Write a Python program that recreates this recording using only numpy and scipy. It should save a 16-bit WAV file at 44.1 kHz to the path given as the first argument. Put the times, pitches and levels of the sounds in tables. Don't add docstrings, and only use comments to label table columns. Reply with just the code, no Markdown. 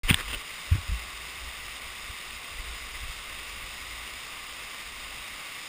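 import sys
import numpy as np
from scipy import signal
from scipy.fft import rfft, irfft, next_fast_len
from scipy.io import wavfile
from scipy.ndimage import uniform_filter1d, map_coordinates

SR = 44100
rng = np.random.default_rng(int(sys.argv[2]) if len(sys.argv) > 2 else 0)


def store_pcm(level_fs):
    pcm = np.round(np.clip(level_fs, -1, 1) * 32767).astype(np.int16)
    wavfile.write(sys.argv[1], SR, np.atleast_2d(pcm).T)


def field_ratio(decibels):
    return 10 ** (np.asarray(decibels, dtype=float) / 20)


N = 250576


def unit(x):
    return x / np.sqrt(np.mean(x ** 2) + 1e-20)


def along(points, hz):
    f, value = np.transpose(points)
    return np.interp(np.log(hz + 1), np.log(f + 1), value)


def wobble(rate):
    knots = rng.standard_normal(int(N * rate / SR) + 4)
    return map_coordinates(knots, [np.arange(N) * rate / SR])


def filtered(x, response):
    m = next_fast_len(N + SR // 2)
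    return irfft(rfft(x, m) * response(np.fft.rfftfreq(m, 1 / SR)), m)[:N]


def resonance(hz, centre, width):
    return 1j * hz * width / (centre ** 2 - hz ** 2 + 1j * hz * width)


def add(track, s, sound):
    part = track[round(s * SR):][:len(sound)]
    part += sound[:len(part)]


def movement_gain(s, hold, db, rise_db_per_s, fall_db_per_s):
    t = np.arange(N) / SR - s
    swell_db = rise_db_per_s * t
    fade_db = fall_db_per_s * (hold - t)
    return field_ratio(db + np.minimum(0, np.minimum(swell_db, fade_db)))


# centre f/Hz, width/Hz, level/dB
CASE_MODES = [(1158, 305, -3), (1465, 114, -7.5), (2056, 590, -2.5), (2550, 220, -10), (2730, 310, -8),
              (2900, 77, -13.5), (3210, 100, -13), (3390, 300, -12.5), (3650, 255, -5), (3870, 116, -7),
              (4340, 220, -14), (4960, 410, -6), (5500, 200, -34)]


def case_gain(hz, leak_db=-12):
    power = field_ratio(2 * leak_db)
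    for centre, width, db in CASE_MODES:
        power = power + np.abs(field_ratio(db) * resonance(hz, centre, width) ** 2) ** 2
    return np.sqrt(power)


# t/s, level/dB
STREAM_LEVEL = [
    (0.03, -36.5),
    (0.09, -39),
    (3.55, -39),
    (3.79, -38.5),
    (4.91, -39.5),
    (5.68, -38.5),
]
# f/Hz, level/dB per Hz
WATER_COLOUR = [(100, -11.5), (200, -13), (400, -13), (800, -12), (1600, -13), (3000, -7), (4300, -14),
                (5500, -12.5), (6000, -17)]


def stream(patchy_db=0.5, splash_db=-8):
    spectrum = signal.stft(rng.standard_normal(N), nperseg=512)[2]
    patches = rng.standard_normal(spectrum.shape)
    patches = unit(uniform_filter1d(uniform_filter1d(patches, 8, 0), 8, 1))
    rush = unit(signal.istft(spectrum * field_ratio(patchy_db * patches), nperseg=512)[1][:N])
    hits = rng.random(N) < 900 / SR
    splashes = hits * rng.standard_normal(N) * field_ratio(1.3 * rng.exponential(size=N))
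    water = rush + field_ratio(splash_db) * unit(splashes)
    heard = unit(filtered(water, lambda hz: field_ratio(along(WATER_COLOUR, hz)) * case_gain(hz)))
    s, level_db = np.transpose(STREAM_LEVEL)
    level_db = np.interp(np.arange(N) / SR, s, level_db)
    swell_db = 0.088 * wobble(4.4) + 0.14 * wobble(18) + 0.1 * wobble(90)
    return field_ratio(level_db + swell_db) * heard


def swing(db, hz, rise, t60):
    t = np.arange(-round(SR / 20), SR // 3) / SR
    build = np.exp(-.5 * (t / rise) ** 2)
    decay = field_ratio(-60 * np.abs(t) / t60)
    return -field_ratio(db) * np.where(t < 0, build, decay) * np.sin(2 * np.pi * hz * t)


# strongest t/s, peak level/dB, f/Hz, t60/s, overtone level/dB
THUMP_EVENTS = [(0.053, -21.5, 27.2, 0.16, -17), (0.099, -25.5, 89.5, 0.093, -12),
                (0.1111, -6.5, 137, 0.016, -38), (.131, -24, 79.4, 0.056, -9), (0.145, -22, 69, 0.029, -13),
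                (0.369, -33.5, 39.4, 0.064, -33), (0.7226, -10.5, 82.4, 0.11, -32),
                (0.7546, -17.5, 97, 0.064, -19), (0.787, -27, 80, 0.063, -23), (0.809, -39, 70, 0.052, -25),
                (0.897, -22, 59.8, 0.11, -24), (0.922, -19.5, 55.3, 0.23, -20),
                (2.103, -31.5, 62, 0.061, -27), (2.601, -28, 38, 0.071, -23), (2.684, -35, 52, 0.35, -27),
                (3.039, -35, 73.4, 0.069, -20), (3.1, -37, 48, 0.13, -17), (3.645, -36, 49.6, 0.1, -29)]


def thumps():
    out = np.zeros(N)
    for s, db, hz, t60, over_db in THUMP_EVENTS:
        rise = min(.34 / hz, .095 * t60)
        overtone = swing(db + over_db, 3.11 * hz, rise, 0.71 * t60)
        add(out, s - 1 / 20, swing(db, hz, rise, t60) + overtone)
    return out


# t/s, length/s, level/dB, f/Hz
GRIND_STROKES = [
    (.086, .003, -30, 2400),
    (.0912, .0012, -19, 2700),
    (.0947, .002, -15, 2400),
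    (.0975, .0025, -19, 2800),
    (.1013, .0016, -12, 2800),
    (.1035, .002, -12, 2450),
    (.1062, .0015, -20, 2200),
]


def grind():
    out = np.zeros(N)
    for s, length, db, hz in GRIND_STROKES:
        t = np.arange(round(1.6 * length * SR)) / SR
        drift = np.cumsum(rng.normal(0, .1, len(t)))
        chatter = np.sin(2 * np.pi * hz * t + drift)
        rasp = 0.63 * filtered(rng.standard_normal(len(t)), case_gain)[:len(t)]
        shape = np.sin(np.pi * (t / t[-1]) ** 0.55)
        add(out, s, field_ratio(db + 1.2) * shape * (chatter + rasp))
    return out


# t/s, hold/s, level/dB, centre f/Hz
DRAG_EVENTS = [
    (0.099, 0.0096, -29, 2240),
    (0.13, 0.044, -50, 2300),
    (0.19, 0.022, -38, 1600),
    (0.283, 0.03, -43.5, 2420),
    (0.335, 0.012, -36, 2900),
    (.73, 0.034, -45, 1600),
]


def drags():
    grit = rng.standard_normal(N) * field_ratio(3.0 * wobble(330))
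    low = unit(filtered(grit, lambda hz: resonance(hz, 1560, 2140) ** 2))
    high = unit(filtered(grit, lambda hz: resonance(hz, 2910, 880) ** 2))
    broad = unit(filtered(grit, case_gain))
    dull = unit(filtered(grit, lambda hz: resonance(hz, 180, 850) ** 2))
    bite_db_per_s, lift_db_per_s = 702, 800
    out = np.zeros(N)
    for s, hold, db, hz in DRAG_EVENTS:
        share = np.clip((hz - 1700) / 1250, 0, 1)
        colour = np.sqrt(1 - share) * low + np.sqrt(share) * high
        colour = colour + field_ratio(1.0) * broad + field_ratio(-8.5) * dull
        out += movement_gain(s, hold, db, bite_db_per_s, lift_db_per_s) * colour
    return out


def ring(db, hz, t60):
    t = np.arange(SR // 3) / SR
    return field_ratio(db - 60 * t / t60) * np.sin(2 * np.pi * hz * t) * (1 - np.exp(-t / 0.0003))


# t/s, peak level/dB, f/Hz, t60/s
CRACK_EVENTS = [(0.111, -5, 3300, 0.0045), (.1175, -30, 3500, .01), (0.1285, -19, 2900, 0.009),
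                (0.137, -27, 2800, 0.015), (.1434, -2.5, 3540, 0.0068), (0.167, -31, 2010, 0.013),
                (0.285, -31, 2840, .015), (.33, -30, 2750, 0.024), (.345, -30, 2950, .015),
                (.345, -36, 1193, 0.036), (1.682, -28, 2300, .01)]


def cracks():
    out = np.zeros(N)
    t = np.arange(SR // 3) / SR
    for s, db, hz, t60 in CRACK_EVENTS:
        snap = 0.3 * rng.standard_normal(len(t)) * field_ratio(db - 60 * t / (2.2 * t60))
        sides = ring(db - 7, 0.5 * hz, 1.3 * t60)
        sides -= ring(db - 2.5, .81 * hz, 0.75 * t60)
        sides += ring(db - 15, .33 * hz, 1.5 * t60)
        add(out, s, ring(db, hz, t60) + sides + filtered(snap, case_gain)[:len(snap)])
    return out


# f/Hz, level/dB per Hz
RUMBLE_COLOUR = [(8, -41), (15, 2), (30, -2.5), (45, -0.5), (57, 4), (70, -5), (95, -19.5), (130, -22.5),
                 (220, -52), (480, -120)]
# t/s, hold/s, level/dB
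WEIGHT_SHIFTS = [(0.164, .02, -38), (0.237, .1, -41.5), (0.515, .03, -54), (.68, 0.37, -48.5),
                 (1.003, 0.18, -48.5), (1.2, 0.19, -53), (1.428, 0.05, -43), (1.592, 0.15, -50),
                 (1.842, 0.054, -48), (2.003, 0.12, -50), (2.276, 0.11, -50.5), (2.52, 0.041, -46),
                 (2.65, .1, -45), (2.81, 0.15, -46.5), (2.97, 0.12, -41), (3.167, 0.037, -48.5),
                 (3.283, 0.14, -48.5), (3.49, 0.17, -48), (3.703, 0.033, -50), (3.79, 0.25, -48.5),
                 (4.14, .02, -48), (4.25, 0.43, -57.5), (4.86, 0.35, -52), (5.328, .02, -54)]


def body():
    still_db, lean_in_db_per_s, settle_db_per_s = -80.5, 400, 250
    gains = [movement_gain(*row, lean_in_db_per_s, settle_db_per_s) for row in WEIGHT_SHIFTS]
    push = field_ratio(still_db) + np.max(gains, axis=0)
    shake = unit(filtered(rng.standard_normal(N), lambda hz: field_ratio(along(RUMBLE_COLOUR, hz))))
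    power = uniform_filter1d(uniform_filter1d(shake ** 2, 1500), 1500)
    chance_swing = np.sqrt(np.abs(power) + .02)
    return push * unit(shake / chance_swing ** .7)


def scene():
    return (stream() + thumps() + grind() + drags() + cracks() + body())[None]


def roll_off(x):
    return signal.sosfilt(signal.butter(12, 16470, fs=SR, output="sos"), x)


def record(dry):
    slow = signal.resample_poly(dry, 40, 147, axis=1)
    steps = np.repeat(slow, 4, axis=1)
    held = signal.resample_poly(steps, 147, 160, axis=1)[0, :N]
    top_hz, start_s = 15290, .0333
    kept = filtered(held, lambda hz: hz < top_hz) * (np.arange(N) > start_s * SR)
    return roll_off(kept[None])


dry = scene()
out = record(dry)
store_pcm(out)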